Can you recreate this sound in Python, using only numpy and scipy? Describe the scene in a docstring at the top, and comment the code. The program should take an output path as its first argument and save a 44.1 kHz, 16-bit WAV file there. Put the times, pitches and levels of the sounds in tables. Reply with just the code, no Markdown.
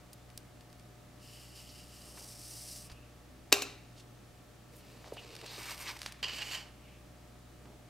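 """Mains hum and ventilation rumble fill a small room; close by, fingers tick on a nylon cord.
The cord glides through two loops on a finger with the fine hiss of stick-slip friction. Something
hard drops on the work table and bounces once, exciting its normal modes. The cord is drawn back:
its weave rasps through the loops, and its loose length slaps and scrapes on the table."""
import sys
import numpy as np
from scipy import signal
from scipy.fft import rfft, irfft, next_fast_len
from scipy.io import wavfile
from scipy.ndimage import uniform_filter1d, map_coordinates

SR = 44100
rng = np.random.default_rng(int(sys.argv[2]) if len(sys.argv) > 2 else 0)


def store_wav(level_fs):
    """Save 16-bit WAV to argv[1]."""
    pcm = np.round(np.clip(np.atleast_2d(level_fs), -1, 1) * 32767)
    wavfile.write(sys.argv[1], SR, pcm.T.astype(np.int16))


N = 347946
TIME = np.arange(N) / SR


def from_db(db):
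    """Amplitude ratio of a level in decibels."""
    return 10 ** (np.asarray(db) / 20)


def rms_one(x):
    """Normalisation to unit power."""
    return x / np.sqrt(np.mean(x ** 2) + 1e-20)


def at_hz(points, hz, column=1):
    """Interpolation of a table along log frequency."""
    points = np.array(points)
    return np.interp(np.log(np.maximum(hz, 1)), np.log(points[:, 0]), points[:, column])


def add(track, s, sound):
    """Superposition of a sound on a track, from time s."""
    start = max(round(s * SR), 0)
    track[start:start + len(sound)] += sound[:N - start]


def colour(x, spectrum, size=4096):
    """Minimum-phase filtering at unit energy: folding the cepstrum makes the response causal."""
    hz = np.fft.rfftfreq(size, 1 / SR)
    cepstrum = irfft(np.log(from_db(at_hz(spectrum, hz))))
    cepstrum[1:size // 2] *= 2
    cepstrum[size // 2 + 1:] = 0
    response = irfft(np.exp(rfft(cepstrum)))
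    return signal.oaconvolve(x, response / np.linalg.norm(response))[:len(x)]


def resonate(x, hz, width_hz):
    """Second-order resonance with unit peak gain."""
    hz = min(hz, .4 * SR)
    quality = hz / min(width_hz, SR / 3)
    return signal.lfilter(*signal.iirpeak(hz, quality, fs=SR), x)


def resonate_twice(x, hz, half_width_hz):
    """Two equal resonators in cascade give steeper skirts."""
    return resonate(resonate(x, hz, 2 * half_width_hz), hz, 2 * half_width_hz)


def drift(per_s):
    """Random modulation of unit rms, linear between knots."""
    knots = rng.standard_normal(int(TIME[-1] * per_s) + 2)
    return rms_one(np.interp(TIME * per_s, np.arange(len(knots)), knots))


def envelope(s, db):
    """Smoothed amplitude envelope of a level curve, silent beyond its ends."""
    return uniform_filter1d(from_db(np.interp(TIME, s, db, left=-200, right=-200)), size=128)


# hum partials: f/Hz (rounded below to a mains harmonic), rms level/dB
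HUM_PARTIALS = [(59.2, -62), (118.4, -60.5), (177.6, -73), (236.9, -80), (479.1, -79), (597.5, -71),
                (721.4, -73), (839.8, -80.5), (1141, -80.5), (1200, -83.5), (1260, -81.5), (1319, -81),
                (1620, -90), (1798, -83.5)]

def hum(mains_hz=60, dip_s=4.76, beat_s=4.7, beat_depth=0.24):
    """Harmonic series of the mains: each partial wavers in level and the fundamental beats slowly."""
    out = np.zeros(N)
    beat = np.abs(1 - beat_depth * np.exp(2j * np.pi * (TIME - dip_s) / beat_s))
    for hz, db in HUM_PARTIALS:
        harmonic = round(hz / mains_hz)
        gain = from_db(db + 1.1 * drift(3.3)) * (beat if harmonic == 1 else 1)
        out += np.sqrt(2) * gain * np.sin(2 * np.pi * (harmonic * mains_hz * TIME + rng.random()))
    return out


# background noise spectrum: f/Hz, relative level/dB
AIR_SPECTRUM = [(20, -9), (32, -11), (42, -2.5), (75, -5), (100, -2), (170, -3.5), (300, -2.5), (450, -9),
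                (700, -11), (1000, -15), (2000, -18), (4000, -21.5), (8000, -25), (15500, -31.5)]
# likeness of left and right: f/Hz, coherence
AIR_COHERENCE = [(60, 0.68), (150, 0.97), (400, 0.4), (2400, 0.58), (15000, 0.53)]

def air(level_db=-58):
    """Partially coherent noise: ventilation rumble and microphone hiss, most alike in the bass."""
    size = next_fast_len(N)
    hz = np.fft.rfftfreq(size, 1 / SR)
    mid, side = rfft(rng.standard_normal((2, size))) * from_db(at_hz(AIR_SPECTRUM, hz))
    coherence = np.clip(at_hz(AIR_COHERENCE, hz), 0, 1)
    stereo = np.sqrt(1 + coherence) * mid + np.sqrt(1 - coherence) * side * [[1], [-1]]
    return from_db(level_db) * rms_one(irfft(stereo)[:, :N])


def impact(decay, size=4096):
    """Broadband excitation: decaying noise, repeatedly whitened and cut at three time constants."""
    t = TIME[:size]
    burst = rng.standard_normal(size) * np.exp(-t / decay)
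    for _ in range(6):
        spectrum = rfft(burst)
        burst = irfft(spectrum / (np.abs(spectrum) + 1e-12)) * (t < 3 * decay)
    return burst


def at_level(burst, db, decay):
    """Energy scaling to match an exponential decay that starts at this rms level."""
    return from_db(db) * np.sqrt(decay * SR / 2) * burst / np.linalg.norm(burst)


# snaps of nail and braid: t/s, level/dB, decay/s, tilt/(dB per octave)
TICKS = [(0.131, -45.5, 0.0045, 8.5), (0.3017, -49.5, 0.0017, -1), (0.3759, -34.5, 0.0018, 6.5),
         (2.8978, -49, 0.011, -3.5), (2.916, -52, 0.011, 1), (5.135, -51.5, 0.008, 6),
         (5.352, -42, 0.0027, 1), (5.3643, -41, 0.0022, 0), (6.0172, -31.5, 0.00157, -1),
         (6.0313, -37, 0.0011, -2), (6.061, -30.5, 0.0035, -3), (6.1222, -42.5, 0.0032, 3)]
# spectrum common to all snaps: f/Hz, relative level/dB
TICK_SPECTRUM = [(200, -23), (600, -11.5), (1300, -5), (2300, -2), (4100, -2.5), (4750, 3), (5500, -2),
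                 (6400, -7.5), (8300, -8.5), (9400, -5.5), (11000, -14.5), (12700, -14), (14200, -18),
                 (16000, -27)]

def ticks():
    """Impulsive release of nails and snagged strands; spectral tilt sets each snap's brightness."""
    out = np.zeros(N)
    for s, db, decay, tilt in TICKS + snags():
        spectrum = [(hz, level + tilt * np.log2(hz)) for hz, level in TICK_SPECTRUM]
        add(out, s, at_level(colour(impact(decay), spectrum), db, decay))
    return out


# snagging as the cord is fed in and drawn back: start t/s, end t/s, level/dB
SNAG_SPELLS = [(0.555, 0.9, -55), (5.382, 6.02, -41.5)]

def snags(per_s=13, spread_db=3.0, decay_s=0.0027, tilt_db_per_octave=2.0):
    """Jittered pulse train: strands catch once per time slot, giving further rows of ticks."""
    rows = []
    for start, end, db in SNAG_SPELLS:
        for slot, (jitter, strength, tilt) in enumerate(rng.uniform(-1, 1, (20, 3))):
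            s = start + (slot + .5 + .5 * jitter) / per_s
            if s < end:
                rows.append((s, db + spread_db * strength, decay_s, tilt_db_per_octave * tilt))
    return rows


def friction(per_s, spread_db, flutter_db, flutter_per_s):
    """Stick-slip friction as shot noise: fibres let go unevenly, fluttering as the weave passes."""
    sizes = from_db(spread_db * np.minimum(rng.exponential(1, N), 4)) * rng.choice([-1, 1], N)
    slips = sizes * (rng.random(N) < per_s / SR)
    return rms_one(slips * from_db(flutter_db * drift(flutter_per_s)))


# hiss of the first pull, standing for its speed: t/s, level/dB
GLIDE_LEVELS = [(1.16, -87), (1.222, -62), (1.332, -57), (1.53, -60), (1.564, -55.5), (1.804, -59.5),
                (2.306, -53), (2.774, -49.5), (2.87, -58.5), (2.89, -70)]
# friction spectra of slack and of taut cord: f/Hz, relative level/dB
SLACK_SPECTRUM = [(1180, -44), (2000, -9), (2220, -14), (2910, 1.5), (3520, -11.5), (4120, -9), (4730, -1),
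                  (5300, -2.5), (6090, -11.5), (7250, -7.5), (8630, -9.5), (11400, -13.5), (13200, -14),
                  (15200, -18), (16000, -45)]
TAUT_SPECTRUM = [(1180, -45), (2000, -16), (2260, -15), (2460, -17), (2710, -11), (3490, -14), (4820, -3),
                 (5490, -1.5), (6820, -9), (8260, -3.5), (9920, -5), (10900, -9), (14700, -15),
                 (16000, -24)]

def glide(tighten_from_s=1.78, tighten_s=0.52, slack_tension=0.1, trim_db=1):
    """Sliding friction: tension raises the resonances, by an equal-power fade from slack to taut."""
    slips = friction(per_s=18000, spread_db=3.5, flutter_db=1.0, flutter_per_s=150)
    tension = np.clip(slack_tension + np.maximum(TIME - tighten_from_s, 0) / tighten_s, 0, 1)
    slack = colour(slips, SLACK_SPECTRUM)
    taut = colour(slips[::-1], TAUT_SPECTRUM)  # reversal decorrelates the two
    hiss = np.sqrt(1 - tension) * slack + np.sqrt(tension) * taut
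    return envelope(*np.transpose(GLIDE_LEVELS)) * from_db(trim_db + drift(22.44)) * hiss


# light touches of cord and hand: centre t/s, duration/s, level/dB, f/Hz, resonator half-width/Hz
BRUSHES = [(1.696, 0.05, -58, 5000, 1200), (2.153, 0.43, -62, 450, 396), (2.93, 0.082, -56, 36.2, 30),
           (2.957, 0.36, -66.5, 2630, 220), (3.992, 0.09, -59.5, 4240, 2600),
           (4.772, 0.098, -63.5, 11000, 5000), (5.069, 0.053, -54.5, 535, 300),
           (5.07, 0.05, -58, 4400, 1500), (5.186, 0.042, -48.5, 2780, 300), (5.439, 0.035, -50, 434, 200),
           (5.53, 0.18, -50.5, 4140, 1000), (5.889, 0.053, -45, 2460, 1400), (6.041, 0.15, -51, 3000, 3850),
           (6.145, 0.18, -58, 2100, 1510), (6.903, 0.23, -64, 2580, 506), (7.689, 0.19, -56, 220, 216)]

def brushes():
    """Band-limited friction: each touch swells and fades in one resonance."""
    out = np.zeros(N)
    slips = friction(per_s=6000, spread_db=-0.5, flutter_db=2.0, flutter_per_s=120)
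    for s, length, db, hz, half_width in BRUSHES:
        start = s - length / 2
        swell = np.sqrt(np.hanning(int(length * SR)))
        touch = slips[int(start * SR):][:len(swell)]
        band = rms_one(resonate_twice(touch, hz, half_width))
        add(out, start, from_db(db) * swell[:len(touch)] * band)
    return out


# soft landings of the fingers: t/s, level/dB, decay/s, f/Hz, resonator half-width/Hz
BUMPS = [(2.173, -47.5, 0.0073, 700, 1440), (5.042, -46, 0.0033, 750, 900),
         (5.121, -35.5, 0.0087, 463, 138), (5.168, -43, 0.004, 550, 500), (5.58, -43.5, 0.0073, 380, 150),
         (7.655, -50.5, 0.0046, 380, 1000)]

def bumps():
    """Damped impact: each finger excites one low resonance."""
    out = np.zeros(N)
    for s, db, decay, hz, half_width in BUMPS:
        add(out, s, at_level(resonate_twice(impact(decay), hz, half_width), db, decay))
    return out


# contacts of the falling object: t/s, level/dB, decay/s, low-pass f/Hz
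KNOCKS = [(3.5203, -25.5, 0.003, 1970), (3.525, -16, 0.0043, 5000), (3.5255, -7.5, 0.0027, 13700),
          (3.5386, -27.5, 0.0039, 14000), (3.6200, -27.5, 0.0056, 13200)]
# contact spectrum: f/Hz, relative level/dB
KNOCK_SPECTRUM = [(60, -25.5), (150, -18.5), (260, -3), (570, -4.5), (800, -9), (1500, -9.5), (2200, -6.5),
                  (2650, -1), (3200, -6), (4100, 0), (5500, -3.5), (7500, -2.5), (10300, -13.5),
                  (11700, -7.5), (16000, -17)]
# normal modes of the table: f/Hz, level/dB re the bare contact, T60/s
TABLE_MODES = [(97, 20.5, 0.76), (276, 3, 0.63), (405, 7.5, 0.27), (1607, 3.5, 0.13), (2436, -3, 0.29),
               (2615, 5, 0.03), (2700, -3, 0.3), (2770, -6, 0.29)]

def drop():
    """Modal excitation: a dull touch, a sharp clack and one bounce each set the table ringing."""
    contacts = np.zeros(N)
    for s, db, decay, cutoff_hz in KNOCKS:
        lowpass = signal.butter(1, cutoff_hz, fs=SR)
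        contact = signal.lfilter(*lowpass, colour(impact(decay), KNOCK_SPECTRUM))
        add(contacts, s, at_level(contact, db, decay))
    ringing = sum(from_db(db) * resonate(contacts + 1e-18, hz, width_hz=np.log(1000) / (np.pi * t60))
                  for hz, db, t60 in TABLE_MODES)
    return contacts + ringing


def stroke(slips, levels, rub_db, rasp_trim_db, hiss_trim_db, rub_follows=0.55):
    """Three-band amplitude modulation: low rub and high hiss follow the level of the rasp."""
    s, rasp, treble = np.transpose(levels)
    bands = [((200, 1000), rub_db + rub_follows * (rasp - rasp.mean())),
             ((1000, 6500), rasp + rasp_trim_db),
             ((6500, 17000), rasp + treble + hiss_trim_db)]
    out = np.zeros(N)
    for edges_hz, db in bands:
        bandpass = signal.butter(4, edges_hz, "band", fs=SR, output="sos")
        out += envelope(s, db) * rms_one(signal.sosfilt(bandpass, slips))
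    return out


# the cord starts back: t/s, rasp level/dB, relative treble level/dB
CREEP_LEVELS = [(4.72, -68.5, -3), (5.25, -58, -9), (5.52, -54, -10)]
# slow friction spectrum: f/Hz, relative level/dB
CREEP_SPECTRUM = [(200, -2), (450, 5), (800, -7.5), (1600, -12.5), (2700, -3.5), (3300, -10.5),
                  (4300, -6.5), (6300, -14.5), (9300, -11), (10400, -22), (12000, -12), (16000, -22)]

def creep():
    """Low-speed friction: sparser slips grow louder as the braid gathers speed."""
    slips = friction(per_s=5000, spread_db=3.0, flutter_db=1.5, flutter_per_s=77)
    rasp = colour(slips, CREEP_SPECTRUM)
    return stroke(rasp, CREEP_LEVELS, rub_db=-63, rasp_trim_db=0.0, hiss_trim_db=-3.0)


# loose cord flops on the table: t/s, level/dB
SLAPS = [(5.169, -47), (6.2285, -27.5), (6.242, -36), (6.2645, -41), (6.2836, -36), (6.296, -37),
         (6.3333, -36)]
# spectrum of cord on table: f/Hz, relative level/dB
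TABLETOP_SPECTRUM = [(200, -6), (450, -3.5), (1200, -6.5), (2300, 1), (3000, 4.5), (3600, -6), (4500, -0.5),
                     (6000, -11), (8100, -11), (9700, -21.5), (12800, -17), (16000, -29)]
# resonances the cord excites there: f/Hz, bandwidth/Hz, relative level/dB
TABLETOP_PEAKS = [(2200, 160, -21), (2780, 93, -2), (3000, 200, 7.5), (4600, 450, 4.5)]

def slaps(decay_s=0.004):
    """Impulse excitation: each flop strikes the same resonances as the scrape."""
    out = np.zeros(N)
    for s, db in SLAPS:
        contact = colour(impact(decay_s), TABLETOP_SPECTRUM)
        ringing = sum(from_db(peak_db) * resonate(contact, hz, width)
                      for hz, width, peak_db in TABLETOP_PEAKS)
        add(out, s, at_level(contact + 0.55 * ringing, db, decay_s))
    return out


def squeaks(slips, peaks, wander_per_s, wander_db=4.0, pitch_spread=0.025):
    """A moving contact point modulates the resonances at random in level and pitch."""
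    ringing = sum(from_db(db + wander_db * np.tanh(drift(wander_per_s))) * resonate(slips, hz, width)
                  for hz, width, db in peaks)
    warped_samples = np.cumsum(1 + pitch_spread * drift(per_s=30))
    return map_coordinates(ringing, [warped_samples], order=3, mode="mirror")


# uneven surges back through the loops: t/s, rasp level/dB, relative treble level/dB
DRAG_LEVELS = [(5.5, -55, -6.5), (5.72, -44, -7.5), (5.77, -57, -2), (5.814, -47, -1.5), (5.848, -50.5, -6),
               (5.886, -41, -14), (5.946, -57, -7), (5.975, -52, -8)]
# friction spectrum of the weave: f/Hz, relative level/dB
DRAG_SPECTRUM = [(150, -51), (250, -7), (354, -6.5), (629, -15), (710, -11.5), (875, -8), (1580, -8),
                 (2710, -4), (3230, -9.5), (4650, -8.5), (7570, -13.5), (8550, -5), (10500, -16),
                 (12300, -6), (16000, -23)]
# squeaky resonances of the weave: f/Hz, bandwidth/Hz, relative level/dB
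DRAG_PEAKS = [(2220, 160, 7), (2680, 180, -12), (4400, 640, -1)]

def drag():
    """Friction-excited resonance: the braid rasps and squeaks back through the loops."""
    slips = friction(per_s=7000, spread_db=1.0, flutter_db=1.5, flutter_per_s=280)
    rasp = colour(slips, DRAG_SPECTRUM)
    squeaky = rasp + .5 * squeaks(rasp, DRAG_PEAKS, wander_per_s=83)
    return stroke(squeaky, DRAG_LEVELS, rub_db=-60, rasp_trim_db=0.7, hiss_trim_db=-0.5)


# loose cord slides over the table: t/s, rasp level/dB, relative treble level/dB
SCRAPE_LEVELS = [(6.235, -32.5, -28), (6.253, -44, -18), (6.291, -43.5, -19), (6.357, -47, -5),
                 (6.417, -38.5, -16.5), (6.457, -50.5, -5.5), (6.549, -38.5, -10), (6.7, -70, -13)]

def scrape(ring_db=5.5, fall_db_per_s=24.0):
    """Forced vibration: coarser slips drive the table top, which rings most as the cord lands."""
    slips = friction(per_s=6000, spread_db=2.0, flutter_db=1.5, flutter_per_s=220)
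    rasp = colour(slips, TABLETOP_SPECTRUM)
    start, end = SCRAPE_LEVELS[0][0], SCRAPE_LEVELS[-1][0]
    ring_gain = .5 * from_db(ring_db - fall_db_per_s * np.clip(TIME - start, 0, end - start))
    ringing = rasp + ring_gain * squeaks(rasp, TABLETOP_PEAKS, wander_per_s=60)
    return stroke(ringing, SCRAPE_LEVELS, rub_db=-60, rasp_trim_db=2.0, hiss_trim_db=-0.5)


# reverberation of the room: f/Hz, T60/s, level/dB
REVERBERATION = [(100, 0.77, -18), (300, 0.51, -10.5), (1000, 0.44, -4), (2600, 0.63, -12.5),
                 (5000, 0.5, -13), (9000, 0.41, -15), (14950, 0.28, -15)]

def room(x, early_db=-13.5, early_decay_s=0.0099, side_share=0.32, size=32768):
    """Early reflections off hands and table, then a diffuse tail that dies soonest in the treble."""
    t, edges = TIME[:size], np.geomspace(60, 18000, num=13)
    mid, side = rng.standard_normal((2, size))
    white = mid + side_share * side * [[1], [-1]]
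    response = from_db(early_db) * rms_one(white * np.exp(-t / early_decay_s) * (t > .001))
    for low, high in zip(edges, edges[1:]):
        hz = np.sqrt(low * high)
        bandpass = signal.butter(2, [low, high], "band", fs=SR, output="sos")
        band = signal.sosfilt(bandpass, np.roll(white, rng.integers(size), axis=1))
        fade = from_db(-60 * t / at_hz(REVERBERATION, hz)) * (t > .007)
        gain = from_db(at_hz(REVERBERATION, hz, column=2)) * np.sqrt(2 * (high - low) / SR)
        response += gain * rms_one(band * fade)
    return signal.fftconvolve(x, response / np.sqrt(size), axes=1)[:, :N]


def pan(x, left_db):
    """Localisation by level difference between two microphones."""
    return x * from_db([[left_db / 2], [-left_db / 2]])


def place(x, balance, phase):
    """Localisation by frequency-dependent level and phase differences."""
    size = next_fast_len(N + 4096)
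    hz = np.fft.rfftfreq(size, 1 / SR)
    left = from_db(at_hz(balance, hz) / 2) * np.exp(.5j * at_hz(phase, hz))
    return irfft(rfft(x, size) * [left, 1 / left], size)[:, :N]


# level differences for object and cord: f/Hz, left minus right level/dB
DROP_BALANCE = [(60, -7), (92, 0), (140, 9), (210, 3), (330, -1), (500, -2), (770, -3), (1170, 4),
                (1790, -1), (2740, 1.5), (4190, -0.5), (6410, 2), (9810, -2.5), (15000, 1.5)]
CORD_BALANCE = [(60, 1.5), (120, 1.5), (240, 0), (480, -4.5), (950, -1), (1890, -0.3), (3770, -0.2),
                (7520, -0.2), (15000, 0)]
# phase differences for object and cord: f/Hz, lead of left/rad
DROP_PHASE = [(100, 0.07), (1000, 0.35), (4000, 0.4), (8000, 1), (15000, 0.5)]
CORD_PHASE = [(100, -0.21), (3000, -0.047), (9000, -0.85), (12000, 0.74), (15000, 0.087)]

def scene():
    """Direct-to-reverberant ratio: sounds on the fingers are drier than those on the table."""
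    on_fingers = pan(glide(), left_db=0.1)
    on_fingers += place(creep() + drag(), CORD_BALANCE, CORD_PHASE)
    on_fingers += pan(ticks() + bumps() + brushes(), left_db=-0.8)
    on_table = place(pan(scrape() + slaps(), left_db=-2.2), CORD_BALANCE, CORD_PHASE)
    on_table += place(drop(), DROP_BALANCE, DROP_PHASE)
    direct = from_db(-0.56) * (on_fingers + on_table)
    reverberant = room(from_db(-4.5) * on_fingers + on_table)
    return direct + reverberant + pan(hum(), left_db=1.0) + air()


def record(dry):
    """Soft saturation rounds the loudest peak; an elliptic low-pass limits the bandwidth."""
    ceiling, cutoff_hz = 0.95, 15750
    rounded = np.tanh(dry / ceiling) * ceiling
    return signal.sosfilt(signal.ellip(12, .1, 80, cutoff_hz, fs=SR, output="sos"), rounded)


dry = scene()
out = record(dry)
store_wav(out)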